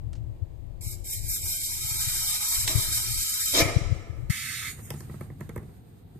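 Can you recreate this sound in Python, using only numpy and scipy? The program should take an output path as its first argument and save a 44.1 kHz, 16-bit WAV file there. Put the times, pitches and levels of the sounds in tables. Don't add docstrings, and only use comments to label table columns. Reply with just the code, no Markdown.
import sys
import numpy as np
from scipy import signal
from scipy.fft import rfft, irfft, next_fast_len
from scipy.io import wavfile
from scipy.ndimage import uniform_filter1d, map_coordinates

SR = 44100
rng = np.random.default_rng(int(sys.argv[2]) if len(sys.argv) > 2 else 0)


def invert_db(level):
    return 10 ** (np.asarray(level, dtype=float) / 20)


def transcribe(u):
    v = np.clip(np.atleast_2d(u).T, -1, 1)
    q = np.round(v * 32767).astype(np.int16)
    wavfile.write(sys.argv[1], SR, q)


N = 273023
TIME = np.arange(N) / SR
CUT_S = 4.298

# time_s, hiss_db
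GAS_FLOW = [(.81, -41), (.817, -44), (.88, -40.5), (1.045, -44.5), (1.11, -33), (1.65, -32.5), (2.05, -31),
            (3.53, -30), (3.6, -29)]
# deepest_s, depth_db, closing_s, clearing_s
FOAM_CHOKES = [(1.025, 68, 0.09, 0.018), (1.201, 13.5, 0.058, 0.094), (1.4, 7.5, 0.044, 0.047),
               (1.6, 3, 0.029, 0.037), (1.78, 2.5, 0.11, 0.22), (2.39, 4, 0.032, 0.027),
               (2.5, -3, 0.11, .14), (2.66, 13, 0.013, 0.012), (2.71, 0.5, .03, 0.029),
               (2.86, 2.5, 0.05, 0.08), (2.96, -3.5, .06, 0.038), (3.08, 3, .14, 0.32)]
# time_s, low_end_db
FOAM_LOAD = [(.8, 3), (1.05, -18), (1.7, -7), (1.95, -2), (2.95, -0.5), (3.25, -12.5), (3.5, -10),
             (3.55, -4.5)]
# freq_hz, level_db_per_hz
JET_HISS = [(1200, -61), (1850, -43), (2200, -4.5), (2600, -20.5), (3300, -16.5), (3930, -15), (4860, -6),
            (6060, -13), (7500, 1), (9450, -6.5), (12700, -5), (14500, -8), (15000, -8.5)]
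# freq_hz, level_db_per_hz
JET_BODY = [(520, -67), (700, -9), (950, -9.5), (1100, -13), (1300, -6), (1800, -6), (2300, -5),
            (3000, -2.5), (4000, 1.5), (6000, -4.5), (7500, -2), (10000, -56.5)]
# freq_hz, level_db_per_hz
EDGE_TONE = [(11000, -25.5), (12300, -16), (12850, 2.5), (13300, -21), (14500, -52)]
# freq_hz, width_hz, lift_db
STRAW_MODES = [(1123, 310, 4.5), (1320, 28, 7), (1897, 356, -6), (1957, 110, 6.5), (2260, 300, 1.5),
               (2670, 420, -5.5), (3415, 260, -5.5), (3550, 130, 0.5), (3960, 110, 6), (4470, 300, -4),
               (4970, 29, 5.5), (5703, 190, 11), (6950, 210, -2.5), (8100, 86, 8), (8394, 57, 8),
               (7382, 130, 6.5), (8890, 50, 10), (9900, 70, 5.5), (11900, 190, 7)]
# peak_s, level_db, rise_db_per_s, fall_db_per_s
BLOWOUT_SWELLS = [
    (2.69, -39.5, 599, 84.5),
    (3.6, -22, 113.5, 124.5),
]
# freq_hz, level_db_per_hz
BLOWOUT_ROAR = [(100, -32.5), (220, -4.5), (400, 0), (700, -4), (1000, -19), (1280, -7), (1500, -21.5),
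                (2200, -5), (3000, -25)]
# start_s, peak_db, t60_s
SPIT_EVENTS = [
    (.131, -42, 0.039),
    (0.152, -53, 0.12),
    (1.046, -54, 0.033),
    (2.677, -15.5, 0.039),
]
# freq_hz, level_db_per_hz
CLOSE_HISS = [(2350, -13.5), (4000, -24), (5830, -6), (6950, 9.5), (7510, 0), (8770, 10.5), (9850, -0.5),
              (13900, 2.5), (15000, -4)]
# freq_hz, level_db_per_hz
CLOSE_BODY = [(530, -56), (900, -33.5), (1020, -27.5), (1510, -11), (1910, -11.5), (2070, -9), (2780, -15),
              (3620, -16.5), (5000, -15.5), (6500, -20), (11000, -120)]
# freq_hz, width_hz, lift_db
CLOSE_STRAW_MODES = [(2070, 170, 7.5), (2460, 80, 4), (3600, 260, 4), (7200, 330, 4.5), (8400, 81, -4),
                     (10300, 200, 7)]
# peak_s, level_db, rise_db_per_s, fall_db_per_s
DRIBBLE_SWELLS = [
    (4.855, -48, 205, 496),
    (5.0, -53, 150, 451.5),
]
# start_s, thud_db, rap_db_above_thud, click_db_above_thud
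TIMBER_KNOCKS = [(4.79, -36, -6, -36), (4.904, -27, -5, 0.5), (4.939, -24.5, -16.5, -20),
                 (5.005, -34, -9, -3), (5.095, -27, -15, -40), (5.14, -28, -15, -45),
                 (5.209, -23.5, -11, -20.5), (5.3, -31, -15, -39), (5.397, -37, -16, -38),
                 (5.407, -23, -11.5, -18.5), (5.492, -26, -7, -18.5), (5.56, -26, -9, -16),
                 (5.577, -25.5, -14, -20), (5.629, -31.5, -17.5, -25), (5.69, -43.5, -9.5, -40),
                 (5.921, -58, -34, -40), (5.961, -55.5, -26, -24), (6.044, -86, -6, -42),
                 (6.156, -32, -29, -42)]
# freq_hz, width_hz, level_db
TIMBER_MODES = [(105, 18, -12), (145, 12, -1), (211.5, 26, -9), (355, 34, -10)]
# freq_hz, width_hz, level_db
FACE_MODES = [(420, 103, 6), (1060, 460, -1.5), (2020, 410, -6)]
# time_s, rumble_db
GRIP_FORCE = [(4.3, -50), (4.8, -45), (4.95, -42.5), (5.4, -43.5), (5.6, -40.5), (5.75, -48.5),
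              (6.19, -50.5)]
# freq_hz, level_db_per_hz
GRIP_RUMBLE = [(15, -45), (25, -18), (70, -5), (102, 0.5), (221, -14), (260, -15.5), (339, -23),
               (600, -45.5), (780, -31), (1320, -120)]
# peak_s, level_db, rise_db_per_s, fall_db_per_s
SLEEVE_BRUSH = [
    (4.81, -53.5, 160, 13),
]
# freq_hz, level_db_per_hz
SLEEVE_CLOTH = [(1760, 2.5), (3000, -4.5), (5840, -4), (8870, -4.5), (10700, -10), (11900, 1.5),
                (14000, -7), (15000, -7.5)]
# time_s, buffet_db
DRAUGHT_FORCE = [(0, -35), (.35, -35), (.65, -42), (1.0, -39.5), (1.5, -39.5), (1.7, -44), (2.4, -43.5),
                 (2.9, -39), (3.4, -48), (3.7, -36), (3.94, -41), (4.3, -34.5)]
# freq_hz, level_db_per_hz
DRAUGHT_BUFFET = [(12, -22), (20, -2.5), (97, -6), (109, -3), (145, -17), (182, -24.5), (206, -38.5),
                  (300, -28.5), (390, -58.5), (660, -120)]
# start_s, peak_db, pitch_hz, length_cycles
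EDDY_PUFFS = [(0.296, -25.5, 93, 1.6), (0.428, -17, 90, 2.1), (0.869, -20, 100, 1.1),
              (1.851, -29.5, 102, 2.1), (1.917, -24, 105, 1.6), (2.076, -21, 107, 1.83),
              (2.757, -8.5, 99, 1.3), (2.784, -15.5, 109, 2.6), (3.111, -27, 118, 4.9),
              (3.624, -12, 105, 1.04), (3.656, -17, 107, 0.86), (3.767, -4.5, 105, 1.16),
              (3.816, -15, 105, 1.2), (3.923, -10, 103, 1.48), (4.103, -20.5, 100, 1.5),
              (4.239, -23, 109, 1.5), (4.303, -8.5, 120, 1.2)]
# freq_hz, t60_s
ROOM_DECAY = [(300, 1.71), (1500, 1.66), (4000, 0.92), (6000, 0.95), (8000, 0.92), (14000, 0.48)]
# freq_hz, t60_s
CAVITY_DECAY = [(100, 0.82), (1000, 0.24), (10000, 0.22)]
# freq_hz, level_db_per_hz
ROOM_TONE = [(88, -54.5), (150, -4.5), (289, -16), (350, -5), (386, -15.5), (545, -14.5), (972, -25),
             (1430, -38.5), (1730, -34.5), (7940, -44.5), (10000, -56), (13900, -39.5), (15000, -61)]
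# freq_hz, level_db_per_hz
CAVITY_TONE = [(150, -36), (250, -8), (433, 3.5), (631, -13.5), (699, -2.5), (1020, -16.5), (3160, -25),
               (3810, -20), (4370, -26.5), (8670, -47), (15000, -18.5)]
# freq_hz, width_hz, lift_db
PORT_COLOUR = [(5700, 520, -8.5), (8740, 730, 9.5), (10000, 370, -2)]
# freq_hz, threshold_db
LOSS_THRESHOLD = [(150, -43), (280, -7.5), (500, -6), (750, -12.5), (1150, -5.5), (1750, -8.5), (2200, -12),
                  (3100, -3.5), (4400, -0.5), (6700, -8), (9000, -15), (14000, -3.5)]


def unit(x):
    return x / np.sqrt(np.mean(x ** 2) + 1e-20)


def along(points, hz):
    f, v = np.transpose(points)
    return np.interp(np.log(hz + 1), np.log(f + 1), v)


def levels(rows):
    s, db = np.transpose(rows)
    return np.interp(TIME, s, db, left=-150, right=-150)


def wobble(rate):
    return map_coordinates(rng.standard_normal(int(N * rate / SR) + 4), [TIME * rate])


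def bursts(rows, quick=1):
    total = 0
    for s, db, rise, fall in rows:
        drop_db = np.where(TIME < s, rise * (s - TIME), quick * fall * (TIME - s))
        total = total + invert_db(db - drop_db)
    return total


def filtered(x, response):
    m = next_fast_len(N + SR // 2)
    return irfft(rfft(x, m) * response(np.fft.rfftfreq(m, 1 / SR)), m)[..., :N]


def noise(spectrum, lifts=(), patchy_db=0, channels=1):
    z = signal.stft(rng.standard_normal((channels, N)), nperseg=512)[2]
    field = uniform_filter1d(rng.standard_normal(z.shape[1:]), 6, 0)
    field = uniform_filter1d(field, 12, 1)
    white = signal.istft(z * invert_db(patchy_db * unit(field)), nperseg=512)[1][:, :N]

    def colour(f):
        lift_db = sum(db / (1 + (2 * (f - c) / w) ** 2) for c, w, db in lifts)
        return invert_db(along(spectrum, f) + lift_db)

    return unit(filtered(white, colour))


def ringing(x, modes):
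    def response(f):
        total = 0
        for k, (c, w, db) in enumerate(modes):
            total = total + (-1) ** k * invert_db(db) * 1j * f * w / (c * c - f * f + 1j * f * w)
        return total

    return filtered(x, response)


def jet(hiss_gain, body_gain, hiss, body, straw, flutter_db):
    flutter = invert_db(flutter_db * wobble(30.19) + 1.33 * flutter_db * wobble(140))
    hiss_part = hiss_gain * noise(hiss, straw, patchy_db=1.0)
    body_part = body_gain * noise(body, straw, patchy_db=1.5)
    return flutter * (hiss_part + body_part)


def valve():
    end_s, end_db = GAS_FLOW[-1]
    shut_db = end_db - 798.5 * (TIME - end_s)
    flow_db = np.where(TIME < end_s, levels(GAS_FLOW), shut_db)
    choke_db = 0
    for s, db, closing, clearing in FOAM_CHOKES:
        choke_db = choke_db + db * np.interp(TIME, [s - closing, s, s + clearing], [0, 1, 0])

    def opened(half_db, wide_db):
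        return np.interp(TIME, [1.46, 1.94], [half_db, wide_db])

    hiss = invert_db(flow_db - choke_db)
    body = invert_db(flow_db - 0.7 * choke_db + opened(-12, -6.5))
    body += invert_db(-2.5) * blowouts(quick=7.5)
    edge = invert_db(flow_db - 2.2 * choke_db + opened(-4.5, -21.5))
    return hiss, body, edge


def laden(x):
    low = filtered(x, lambda f: 1 / (1 + (f / 1284) ** 4))
    return x - (1 - invert_db(np.interp(TIME, *np.transpose(FOAM_LOAD)))) * low


def blowouts(quick=1):
    break_s, break_db_per_s = 0.06, 2502.5
    total = 0
    for row in BLOWOUT_SWELLS:
        sealed_s = np.maximum(row[0] - break_s - TIME, 0)
        total = total + bursts([row], quick) * invert_db(-break_db_per_s * sealed_s)
    return total


def spits():
    envelope = 0
    for s, db, t60 in SPIT_EVENTS:
        decay_db = 60 * np.abs(TIME - s) / max(t60, .002)
        envelope = envelope + invert_db(db - 6.5 - decay_db) * (TIME > s)
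    return envelope * noise([(300, -18), (1300, -8), (3700, -5.0), (8000, -9.5), (15000, -43)])


def last_squirt():
    def held(db, sag_db_per_s, end_s):
        shut_db = 445 * np.maximum(TIME - end_s, 0)
        return invert_db(db - sag_db_per_s * (TIME - CUT_S) - shut_db) * (TIME > CUT_S - .1)

    dribbles = bursts(DRIBBLE_SWELLS)
    hiss = held(-38.5, 6.5, 4.71) + dribbles
    body = held(-37.5, 2, 4.71 - 0.02) + invert_db(-15) * dribbles
    return hiss, body


def knocks():
    thud, rap, click = np.zeros((3, N))
    t = np.arange(SR // 20) / SR
    for s, db, rap_db, click_db in TIMBER_KNOCKS:
        start = round(s * SR)
        here = slice(start, start + len(t))
        grit = rng.standard_normal((2, len(t)))[:, :len(rap[here])]
        after_s = t[:grit.shape[1]]
        thud[start] = invert_db(db + 49)
        rap_gain = invert_db(db + rap_db + 15 - 60 * after_s / 0.027)
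        rap[here] += rap_gain * np.minimum(after_s / 0.0023, 1) * grit[0]
        click[here] += invert_db(db + click_db + 3.5 - 60 * after_s / 0.0076) * grit[1]
    bright = ringing(rap, FACE_MODES) + filtered(click, lambda f: 1j * f / (4000 + 1j * f))
    soft = filtered(thud, lambda f: 1 / (1 + 1j * f / 450) ** 2)
    return ringing(soft, TIMBER_MODES), bright


def handling():
    low = noise(GRIP_RUMBLE, channels=2)
    side = low[1] * np.array([[1], [-1]])
    rumble = invert_db(0.28 * wobble(16)) * (low[0] + 0.32 * side)
    cloth = invert_db(2.2 * wobble(25)) * noise(SLEEVE_CLOTH, PORT_COLOUR, channels=2) * invert_db([[-1], [2]])
    return invert_db(levels(GRIP_FORCE)) * rumble + bursts(SLEEVE_BRUSH) * cloth


def draught():
    lumps = invert_db(3.64 * np.array([wobble(11), wobble(5)]))
    buffet = unit(lumps * noise(DRAUGHT_BUFFET, channels=2))
    buffet = invert_db(levels(DRAUGHT_FORCE)) * buffet * invert_db([[6], [-11]])
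    for s, db, hz, cycles in EDDY_PUFFS:
        turns = (TIME - s) * hz
        swell = np.exp(-(2 * (turns - .2) / cycles) ** 2)
        buffet[0] += invert_db(db) * swell * np.cos(2 * np.pi * turns)
    return buffet


def space(x, decay, walls_s, direct, wet_db, lag):
    t = np.arange(SR // 10) / SR
    walls = rng.standard_normal((2, len(t))) * invert_db(-60 * t / walls_s)
    walls /= np.linalg.norm(walls[0])
    walls[[0, 1], [lag, 0]] += direct
    hz, u, z = signal.stft(rng.standard_normal((2, SR)), SR, nperseg=256)
    dying = z * invert_db(-60 * u / along(decay, hz)[:, None])
    tail = signal.istft(dying, SR, nperseg=256)[1][:, :SR]
    path = invert_db(wet_db) * tail / np.linalg.norm(tail[0])
    path[:, :len(t)] += walls
    path[1] += signal.lfilter([.07], [1, -.93], path[0] - path[1])
    response = rfft(path)
    response /= np.sqrt(uniform_filter1d(np.abs(response) ** 2, size=500, axis=1))
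    path = np.roll(irfft(response, SR), 200, axis=1)
    return signal.fftconvolve(x * np.ones((2, 1)), path, axes=1)[:, 200:N + 200]


def starved(x):
    top_hz = 14600
    hz, _, z = signal.stft(x, SR, nperseg=2048, noverlap=1024, window="cosine")
    band = (35 * np.log(1 + hz / 2200)).astype(int)
    starts = np.flatnonzero(np.diff(band, prepend=-1))
    power = (np.abs(z) ** 2).mean(0)
    treble_rows = power[(hz > 1500) & (hz < top_hz)]
    treble = np.exp(np.log(treble_rows + 1e-20).mean(0))
    busy = treble / (treble + invert_db(-172))
    level = (np.add.reduceat(power, starts) / np.bincount(band)[:, None])[band]
    waver = uniform_filter1d(rng.standard_normal((band[-1] + 1, z.shape[-1])), size=3, axis=1)
    level *= invert_db(3.06 * unit(waver))[band]
    threshold = busy * treble * invert_db(2 * along(LOSS_THRESHOLD, hz))[:, None]
    margin = level / (threshold + 1e-20)
    kept = (hz < top_hz)[:, None] / (1 + (margin + 1e-9) ** -8)
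    return signal.istft(z * kept, SR, nperseg=2048, noverlap=1024, window="cosine")[1][:, :N]


def scene():
    spit = spits()
    hiss_gain, body_gain, edge_gain = valve()
    spray = invert_db(3) * laden(jet(hiss_gain, body_gain, JET_HISS, JET_BODY, STRAW_MODES, flutter_db=0.8))
    spray += 0.5 * spit
    spray += blowouts() * invert_db(2.0 * wobble(60)) * noise(BLOWOUT_ROAR, patchy_db=2.5)
    spray += edge_gain * noise(EDGE_TONE, patchy_db=-3.5)
    room = space(spray, ROOM_DECAY, 0.084, 0.53, -11.0, lag=4) + spit
    room += invert_db(-54.5) * noise(ROOM_TONE, PORT_COLOUR, channels=2)

    thud, bright = knocks()
    squirt = invert_db(2) * jet(*last_squirt(), CLOSE_HISS, CLOSE_BODY, CLOSE_STRAW_MODES, flutter_db=.4)
    cavity = space(squirt + 1.23 * bright, CAVITY_DECAY, 0.016, 0.14, -5.4, lag=0) * invert_db([[-2], [2]])
    cavity += thud + 0.35 * bright + handling()
    cavity += invert_db(-60.0) * noise(CAVITY_TONE, PORT_COLOUR, channels=2)
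    return np.where(TIME < CUT_S, room, cavity) + draught()


def low_pass(x):
    return signal.sosfilt(signal.butter(12, 15800, fs=SR, output="sos"), x)


def record(dry):
    mix = starved(dry)
    return low_pass(mix)


dry = scene()
out = record(dry)
transcribe(out)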